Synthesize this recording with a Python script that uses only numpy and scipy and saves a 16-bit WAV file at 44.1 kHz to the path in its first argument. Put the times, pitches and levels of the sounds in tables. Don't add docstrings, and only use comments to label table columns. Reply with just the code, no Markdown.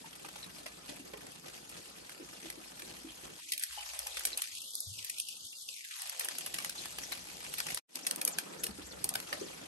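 import sys
import numpy as np
from scipy import signal
from scipy.fft import rfft, irfft, next_fast_len
from scipy.io import wavfile
from scipy.ndimage import uniform_filter1d, map_coordinates

SR = 44100
rng = np.random.default_rng(int(sys.argv[2]) if len(sys.argv) > 2 else 0)


def digitize_waveform(pressure):
    field = np.atleast_2d(pressure).T
    bounded = np.clip(field, -1, 1)
    quanta = np.round(bounded * 32767).astype(np.int16)
    wavfile.write(sys.argv[1], SR, quanta)


N = 426447
TIME = np.arange(N) / SR


def amp(db):
    return 10 ** (np.asarray(db) / 20)


def unit(x):
    return x / np.sqrt(np.mean(x ** 2) + 1e-20)


def along(points, hz):
    f, v = np.transpose(points)
    return np.interp(np.log(hz + 1), np.log(f + 1), v)


def curve(rows, t=TIME):
    return np.interp(t, *np.transpose(rows))


def wobble(rate):
    t = TIME[::64]
    values = rng.standard_normal(int(N * rate / SR) + 4)
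    return np.interp(TIME, t, map_coordinates(values, [t * rate]))


def filtered(x, response):
    n = x.shape[-1]
    m = next_fast_len(n + 1024, real=True)
    return irfft(rfft(x, m) * response(np.fft.rfftfreq(m, 1 / SR)), m)[..., :n]


def coloured(x, spectrum):
    return unit(filtered(x, lambda hz: amp(along(spectrum, hz))))


def band(n, centre_hz, width):
    detune = lambda hz: (hz + 1) / centre_hz - centre_hz / (hz + 1)
    noise = rng.standard_normal((2, n))
    return unit(filtered(noise, lambda hz: (1 + (detune(hz) / width) ** 2) ** -1.3))


def patchy(x, depth_db, size):
    z = signal.stft(x, nperseg=size)[2]
    patches = uniform_filter1d(rng.standard_normal(z.shape[1:]), size=5, axis=0)
    patches = uniform_filter1d(patches, size=5, axis=1)
    return signal.istft(z * amp(depth_db * unit(patches)), nperseg=size)[1][:, :N]


def levelled(x, size):
    z = rfft(x)
    humps = np.sqrt(np.abs(uniform_filter1d(np.abs(z) ** 2, size=size)))
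    return irfft(z / humps, x.shape[-1])


def patter(rate, spread_db, t60):
    count = 2 * N // 44
    times = np.cumsum(rng.exponential(1 / rate, count))
    sizes = amp(spread_db * np.minimum(rng.exponential(1, count), 3))
    inside = times < N / SR
    blows = np.bincount((times[inside] * SR).astype(int), sizes[inside] ** 2, N)
    power = signal.lfilter([1], [1, -amp(-120 / (t60 * SR))], blows)
    return np.sqrt(power) * rng.standard_normal((2, N))


def stroke(length):
    t = np.arange(round(length * SR)) / SR
    return t, np.interp(t / length, [0, .15, .55, 1], [0, 1, .9, 0])


def add(track, s, sound):
    part = track[:, max(round(s * SR), 0):][:, :sound.shape[-1]]
    part += sound[:, :part.shape[-1]]


# f/Hz, time to fade by 60 dB/s
ECHO_FADE = [(200, 0.29), (2000, 0.12), (12000, 0.11)]
def shed(x, wet_db):
    hz, t, z = signal.stft(rng.standard_normal((2, SR // 3)), SR, nperseg=256)
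    tail = signal.istft(z * amp(-60 * t / along(ECHO_FADE, hz)[:, None]), SR, nperseg=256)[1]
    echo = signal.fftconvolve(x, tail / np.linalg.norm(tail[0]), axes=1)[:, :N]
    return x + amp(wet_db) * echo


# f/Hz, likeness (1 or more = same, 0 = unrelated, below 0 = opposed)
LIKENESS = [(60, 0.85), (200, 0.75), (450, -0.19), (1300, 0.28), (5000, 0.07), (7000, -0.53), (8000, 0.64),
            (10500, 1.1), (12000, 1)]
# f/Hz, left minus right/dB
BALANCE = [(100, 0), (600, -2), (1500, -0.5), (3000, -0.3), (5500, 5), (8000, 2), (9500, 0), (14000, 0.5)]
def microphones(x, lag_ms):
    m = next_fast_len(N + 1024, real=True)
    hz, sign = np.fft.rfftfreq(m, 1 / SR), np.array([[1], [-1]])
    turn = np.arccos(np.clip(along(LIKENESS, hz), -1, 1)) / 2
    mid, side = rfft(x, m)
    pair = np.cos(turn) * mid + sign * np.sin(turn) * side
    lean = amp(sign * along(BALANCE, hz) / 2)
    lag = np.exp(-1j * np.pi * sign * hz * lag_ms / 1000)
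    return irfft(pair * lean * lag, m)[:, :N]


# t/s, f/Hz
DRAIN_EDGE = [(3.37, 10), (3.45, 2030), (3.56, 1690), (3.8, 610), (4.36, 223), (4.42, 1030), (4.6, 2540),
              (4.84, 3550), (5.06, 1530), (5.25, 2770), (5.31, 2320), (5.57, 3400), (5.8, 1860),
              (6.03, 620), (6.53, 10)]
def drained(x, steepness, leak_db=-41, flutter_db=6):
    hz, t, z = signal.stft(x, SR, nperseg=1024)
    thin_hz = 140 * ((t > 7.85) & (t < 8.6))
    edge_hz = curve(DRAIN_EDGE, t) + thin_hz
    above = 1 / (1 + (edge_hz / (hz[:, None] + 1)) ** steepness)
    jitter = unit(uniform_filter1d(rng.standard_normal(z.shape[1:]), size=4, axis=1))
    leak = amp(leak_db + flutter_db * np.minimum(jitter, 2))
    return signal.istft(z * (leak + above), SR, nperseg=1024)[1][:, :N]


# t/s, level/dB
FAINT_HISS_LEVEL = [(3.4, -72.5), (3.9, -75.5), (4.5, -69), (5.7, -70), (5.85, -82.5), (6.3, -68)]
# f/Hz, level/dB
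FAINT_HISS_COLOUR = [(20, -21), (60, 2.5), (300, 4), (1450, 0), (1750, -17), (4000, -43)]
# t/s, hold/s, level/dB, f/Hz
RUMBLES = [(3.418, 0.13, -70.5, 296), (3.694, 0.59, -67, 56.5), (4.86, 0.039, -53.5, 106),
           (8.679, 0.29, -60.5, 68.5)]
def background(rise_s=.0089, t60=.39):
    level = amp(curve(FAINT_HISS_LEVEL) + 2 * wobble(14))
    hiss = patchy(rng.standard_normal((2, N)), depth_db=4, size=1024)
    out = level * coloured(hiss, FAINT_HISS_COLOUR)
    t = np.arange(SR) / SR
    for s, hold, db, hz in RUMBLES:
        shape = np.minimum(t / rise_s, 1) * amp(-60 * np.maximum(t - hold, 0) / t60)
        add(out, s, amp(db) * shape * band(len(t), hz, width=.42))
    return out


# t/s, level/dB
TRAY_LEVEL = [(0, -57.5), (3.9, -60), (6.3, -61), (7.6, -62.5), (8.2, -52), (8.9, -53.5), (9.4, -51),
              (9.67, -55.5)]
# f/Hz, level/dB
WEAVE_COLOUR = [(30, -38), (55, -16.5), (110, -7), (180, -2), (330, 0.5), (500, -2), (800, -9.5),
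                (1300, -7), (2200, -12.5), (5000, -71)]
def tray(drone_db=-73.5):
    blows = patchy(patter(rate=130, spread_db=.5, t60=.12), depth_db=3, size=1024)
    drone = amp(drone_db + 2 * wobble(3.6)) * band(N, centre_hz=58, width=.28)
    return coloured(blows, WEAVE_COLOUR) * amp(curve(TRAY_LEVEL)) + drone


# t/s (middle of the stroke), level/dB
SWISHES = [(8.062, -57), (8.322, -53), (8.612, -56), (8.877, -54.5), (9.432, -54.5)]
def hand_sweeps(width_hz, length=.15, top_hz=7600, glide_hz_per_s=74000):
    out, t = np.zeros((2, N)), np.arange(round(length * SR)) / SR
    pitch_hz = top_hz - glide_hz_per_s * np.abs(t - length / 2)
    phase = 2 * np.pi * np.cumsum(pitch_hz) / SR
    for s, db in SWISHES:
        blur = filtered(rng.standard_normal((4, len(t))), lambda hz: 1 / (1 + (hz / width_hz) ** 2))
        grip = amp(4 * wobble(70)[:len(t)])
        swish = unit(grip * (blur[:2] * np.cos(phase) + blur[2:] * np.sin(phase)))
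        add(out, s - length / 2, amp(db) * swish * signal.windows.tukey(len(t), .25))
    return out


# t/s, relative level/dB
HAND_EFFORT = [(0, -57), (3.38, -56.3), (3.64, -51), (4.1, -50.5), (4.58, -49), (5.3, -51), (5.7, -51.5),
               (6.36, -49), (7.35, -52), (7.68, -47.5), (8.15, -55.5), (8.5, -56), (8.9, -57),
               (9.33, -52.5), (9.67, -56)]
# f/Hz, level/dB
HUSK_COLOUR = [(200, -1), (700, 0.5), (1300, -8), (2000, 0), (3000, 2), (5000, 1.5), (7200, 0), (9000, -1),
               (11200, 2.5), (12300, -9.5), (13200, -43), (14200, -56)]
HEAP_COLOUR = [(250, -31.5), (800, -2.5), (1400, -2.5), (2400, 2), (4200, -4), (7200, -6.5), (9000, -5),
               (11200, 0.5), (12400, -18), (13400, -43)]
def rubbing():
    stroke_db = 1.4 * wobble(22)
    friction = patchy(rng.standard_normal((2, N)), depth_db=3, size=256)
    thumbs = coloured(friction, HUSK_COLOUR) * amp(stroke_db - 1.4)
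    taps = patchy(patter(rate=40, spread_db=1.6, t60=.05), depth_db=3.3, size=256)
    loose = coloured(taps, HEAP_COLOUR) * amp(-4)
    chaff = coloured(patter(rate=260, spread_db=7.2, t60=.003), HUSK_COLOUR) * amp(-11)
    return amp(curve(HAND_EFFORT) + 3.5) * (thumbs + loose + chaff)


# t/s, length/s, level/dB
THUMB_DRAGS = [(0.881, 0.066, -46.5), (1.454, 0.052, -48), (1.533, 0.055, -50), (1.762, 0.042, -49),
               (2.452, .03, -47.5), (2.883, 0.064, -48.5), (3.232, .05, -50.5)]
def scrapes():
    out = np.zeros((2, N))
    ridges = coloured(patter(rate=700, spread_db=1.3, t60=.01), HUSK_COLOUR)
    ridges = filtered(ridges, lambda hz: (1 + hz / 1200) ** -.5)
    for s, length, db in THUMB_DRAGS:
        t, shape = stroke(length)
        add(out, s, amp(db) * shape * unit(ridges[:, round(s * SR):][:, :len(t)]))
    return out


# t/s, length/s, level/dB, f/Hz
TWISTS = [(.424, 0.032, -47.5, 3950), (3.081, 0.034, -50.5, 3180), (4.167, .02, -42, 3400),
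          (4.327, 0.02, -39.5, 4100), (6.776, .025, -43.5, 4150), (7.031, 0.031, -44.5, 5700),
          (7.117, .024, -41, 4100)]
def squeaks(hiss_db, width=.065, sag_per_s=2.96, slip_hz=330):
    out = np.zeros((2, N))
    for s, length, db, hz in TWISTS:
        t, shape = stroke(length)
        noise = rng.standard_normal((5, SR // 8))
        core = lambda f: 1 / (1 + (f / (width * hz)) ** 4)
        hiss = lambda f: amp(hiss_db) / (1 + (2 * f / hz) ** 4)
        blur = filtered(noise[:4], lambda f: core(f) + hiss(f))[:, :len(t)]
        flutter = unit(filtered(noise[4], lambda f: 1 / (1 + (f / slip_hz) ** 4)))
        slips = amp(3 * flutter[:len(t)])
        pitch_hz = hz * np.exp(-sag_per_s * (t - length / 2))
        phase = 2 * np.pi * np.cumsum(pitch_hz) / SR
        chirp = blur[:2] * np.cos(phase) + blur[2:] * np.sin(phase)
        add(out, s, amp(db) * shape * unit(slips * chirp))
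    return out


# t/s, relative level/dB, f/Hz
TRAY_KNOCKS = [(.041, -39, 900), (.712, -46, 1750), (.89, -37, 277), (.897, -44, 2450), (.92, -40, 600),
               (.996, -38, 309), (.999, -40, 2760), (1.136, -37, 450), (1.722, -45, 1250),
               (2.198, -34, 355), (2.44, -37.5, 332), (2.574, -39.5, 291), (3.045, -40.5, 323),
               (3.775, -32.5, 826), (3.782, -31, 2980), (3.803, -32, 2980), (4.062, -37.5, 822),
               (5.528, -36, 2783), (8.333, -42, 810), (8.689, -37, 203), (8.785, -37, 295),
               (9.042, -35, 804), (9.112, -35, 680), (9.324, -34, 566), (9.412, -29, 402)]
def knocks():
    rings, taps, t = np.zeros((2, N)), np.zeros((2, N)), np.arange(SR // 6) / SR
    for s, db, hz in TRAY_KNOCKS:
        t60 = .13 * (300 / hz) ** .14
        shape = (1 - np.exp(-t * hz / .71)) * amp(-60 * t / t60)
        tone = .66 * np.sin(2 * np.pi * hz * t + rng.normal(0, .63, (2, 1)))
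        rustle = .58 * (480 / hz) ** .65 * band(len(t), hz, width=.48)
        tap_db = -15 - 6 * np.log2(hz / 300)
        tap = coloured(rng.standard_normal((2, len(t))), HEAP_COLOUR) * amp(tap_db - 60 * t / .05)
        gain = amp(db - 4) * np.array([[1], [.75]])
        add(rings, s, gain * shape * (tone + rustle))
        add(taps, s, gain * tap)
    return rings, taps


GIVE_S = .004
# f/Hz, level/dB
KERNEL_COLOUR = [(150, -25), (600, -11), (1100, -11), (1900, -3), (3500, -5.5), (5800, -5), (7400, -10),
                 (9000, -2), (11100, 2.5), (12400, -10), (13700, -24.5), (15400, -13), (16600, -57)]
def snap(bright_db, crunch, give_db=-24, ring_db=-12.5, settle_db=-9.5, count=4):
    t = np.arange(SR // 14) / SR
    fade = lambda crunches: amp(-60 * t / (crunches * crunch))
    contacts = np.zeros(len(t))
    when = np.linspace(0, 1, count) * rng.uniform(.75, 1.25, count) * 1.3 * crunch
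    strengths = amp(rng.normal(0, 2.4, count) + [-2, 2, -1.5, -4])
    np.add.at(contacts, ((GIVE_S + when) * SR).astype(int), strengths)
    tick = unit(rng.standard_normal((2, len(t))) * fade(1.55))
    ring_hz = np.exp(rng.uniform(np.log(1400), np.log(12000), (count * 3, 1)))
    phase = rng.uniform(0, 2 * np.pi, (2, count * 3, 1))
    ring = amp(ring_db) * unit(np.sin(2 * np.pi * ring_hz * t + phase).sum(1) * fade(5))
    settle = amp(settle_db) * unit(rng.laplace(size=(2, len(t))) * fade(30))
    crack = signal.fftconvolve(tick + ring + settle, contacts[None], axes=1)[:, :len(t)]
    crack = unit(levelled(crack, size=160))
    give = amp(give_db) * unit(rng.standard_normal((2, len(t))) * t * (t < GIVE_S))
    own_colour = np.transpose([np.geomspace(800, 14000, num=14), rng.normal(0, 2, 14)])
    tilt = [(1000, -.5 * bright_db), (10000, .5 * bright_db)]
    colour = lambda hz: amp(along(KERNEL_COLOUR, hz) + along(own_colour, hz) + along(tilt, hz))
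    hit = filtered(give + crack, colour)
    onset = hit[:, (t > GIVE_S) & (t < 4 * GIVE_S)]
    return hit / np.sqrt(np.mean(onset ** 2))


# t/s, relative level/dB, brightness/dB, crunch time/s
KERNEL_SNAPS = [(.247, -47.5, -27, .005), (.286, -48, -18, .006), (.357, -47, -19, .006),
                (.660, -42.5, -17, .006), (1.137, -45.5, -35, .0066), (1.693, -48.5, 6, .006),
                (2.094, -48, -14, .003), (2.501, -41.5, -5, 0.0029), (2.793, -46, -10, 0.0076),
                (2.82, -46, -14, 0.0029), (3.5203, -32, -2, 0.0038), (3.535, -36.5, -3, .003),
                (3.578, -39, 1, 0.0019), (3.596, -40, 14, .0015), (3.625, -39, 12, .005),
                (3.6358, -33, 6, .003), (3.9905, -37, 7, .002), (4.068, -38.5, 7, 0.0034),
                (4.169, -38, -11, .006), (4.194, -40.5, 11, .003), (4.2515, -28.5, 8, .0025),
                (4.27, -38.5, 3, 0.0049), (4.374, -34, 13, 0.0031), (4.4195, -33.5, 4, .002),
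                (4.753, -36.5, 8, 0.0014), (4.804, -37, 8, 0.0021), (5.046, -40.5, 7, 0.0039),
                (5.0975, -36.5, -1, .0035), (5.183, -40.5, -2, .004), (5.198, -33, -4, .003),
                (5.285, -41, -4, 0.0055), (5.688, -33.5, -31, .002), (6.019, -41, 7, 0.0025),
                (6.096, -38.5, 6, 0.0015), (6.195, -34, 9, 0.0026), (6.208, -39.5, -12, 0.0049),
                (6.246, -37, 16, 0.0037), (6.286, -36.5, -7.5, 0.0017), (6.384, -37, 2, 0.0027),
                (6.461, -38.5, 2, 0.0045), (6.540, -36, -2, 0.0067), (6.585, -36.5, -6, 0.0042),
                (6.646, -36.5, -4, 0.0031), (6.695, -38.5, 2, 0.0034), (6.856, -41.5, -12, .003),
                (6.984, -39.5, -10, .005), (7.120, -37.5, -10, .008), (7.539, -38, -3, 0.002),
                (7.583, -36.5, -3, 0.0051), (7.602, -34.5, -9.5, .0018), (7.666, -41.5, -9, .003),
                (7.704, -39, -11, 0.0039), (7.746, -35, 10, 0.00098), (7.773, -39, -6, 0.0029),
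                (7.956, -38.5, 13, 0.0013), (8.067, -30, 1, .005), (8.110, -32, 6, 0.0023),
                (8.16, -40, 16, 0.0013), (8.214, -33.5, 1, 0.0025), (8.2507, -28.5, 25, 0.00084),
                (8.2757, -30, 4, 0.0044), (8.3857, -31, -5.5, 0.0025), (8.636, -32, 10, 0.007),
                (8.666, -38.5, -2, 0.0033), (9.0423, -29.5, 20, 0.002), (9.091, -33.5, 17, 0.0019),
                (9.139, -40, 3, .002), (9.154, -32.5, -8.5, 0.0028), (9.201, -43, 2, .002),
                (9.327, -34, -19, 0.0046)]
def kernels():
    out = np.zeros((2, N))
    for s, db, bright_db, crunch in KERNEL_SNAPS:
        add(out, s - GIVE_S, amp(db + 1) * snap(bright_db, crunch))
    return out


def scene():
    rings, taps = knocks()
    swishes = hand_sweeps(width_hz=600)
    work = shed(rubbing() + kernels() + scrapes() + swishes + tray() + taps, wet_db=-10.5)
    work = drained(work, steepness=58)
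    ringing = shed(rings + squeaks(hiss_db=-14.5), wet_db=-9.5)
    return microphones(background() + work + ringing, lag_ms=.2446)


def record(dry):
    low_hz, top_hz = 38, 16600
    dropout_db = curve([(7.79, 0), (7.802, -32), (7.83, -70), (7.865, -70),
                        (7.895, -20), (7.945, -10), (7.955, 0)])
    passband = lambda hz: (hz < top_hz) * hz ** 4 / np.hypot(hz ** 4, low_hz ** 4)
    return filtered(dry * amp(dropout_db), passband)


dry = scene()
out = record(dry)
digitize_waveform(out)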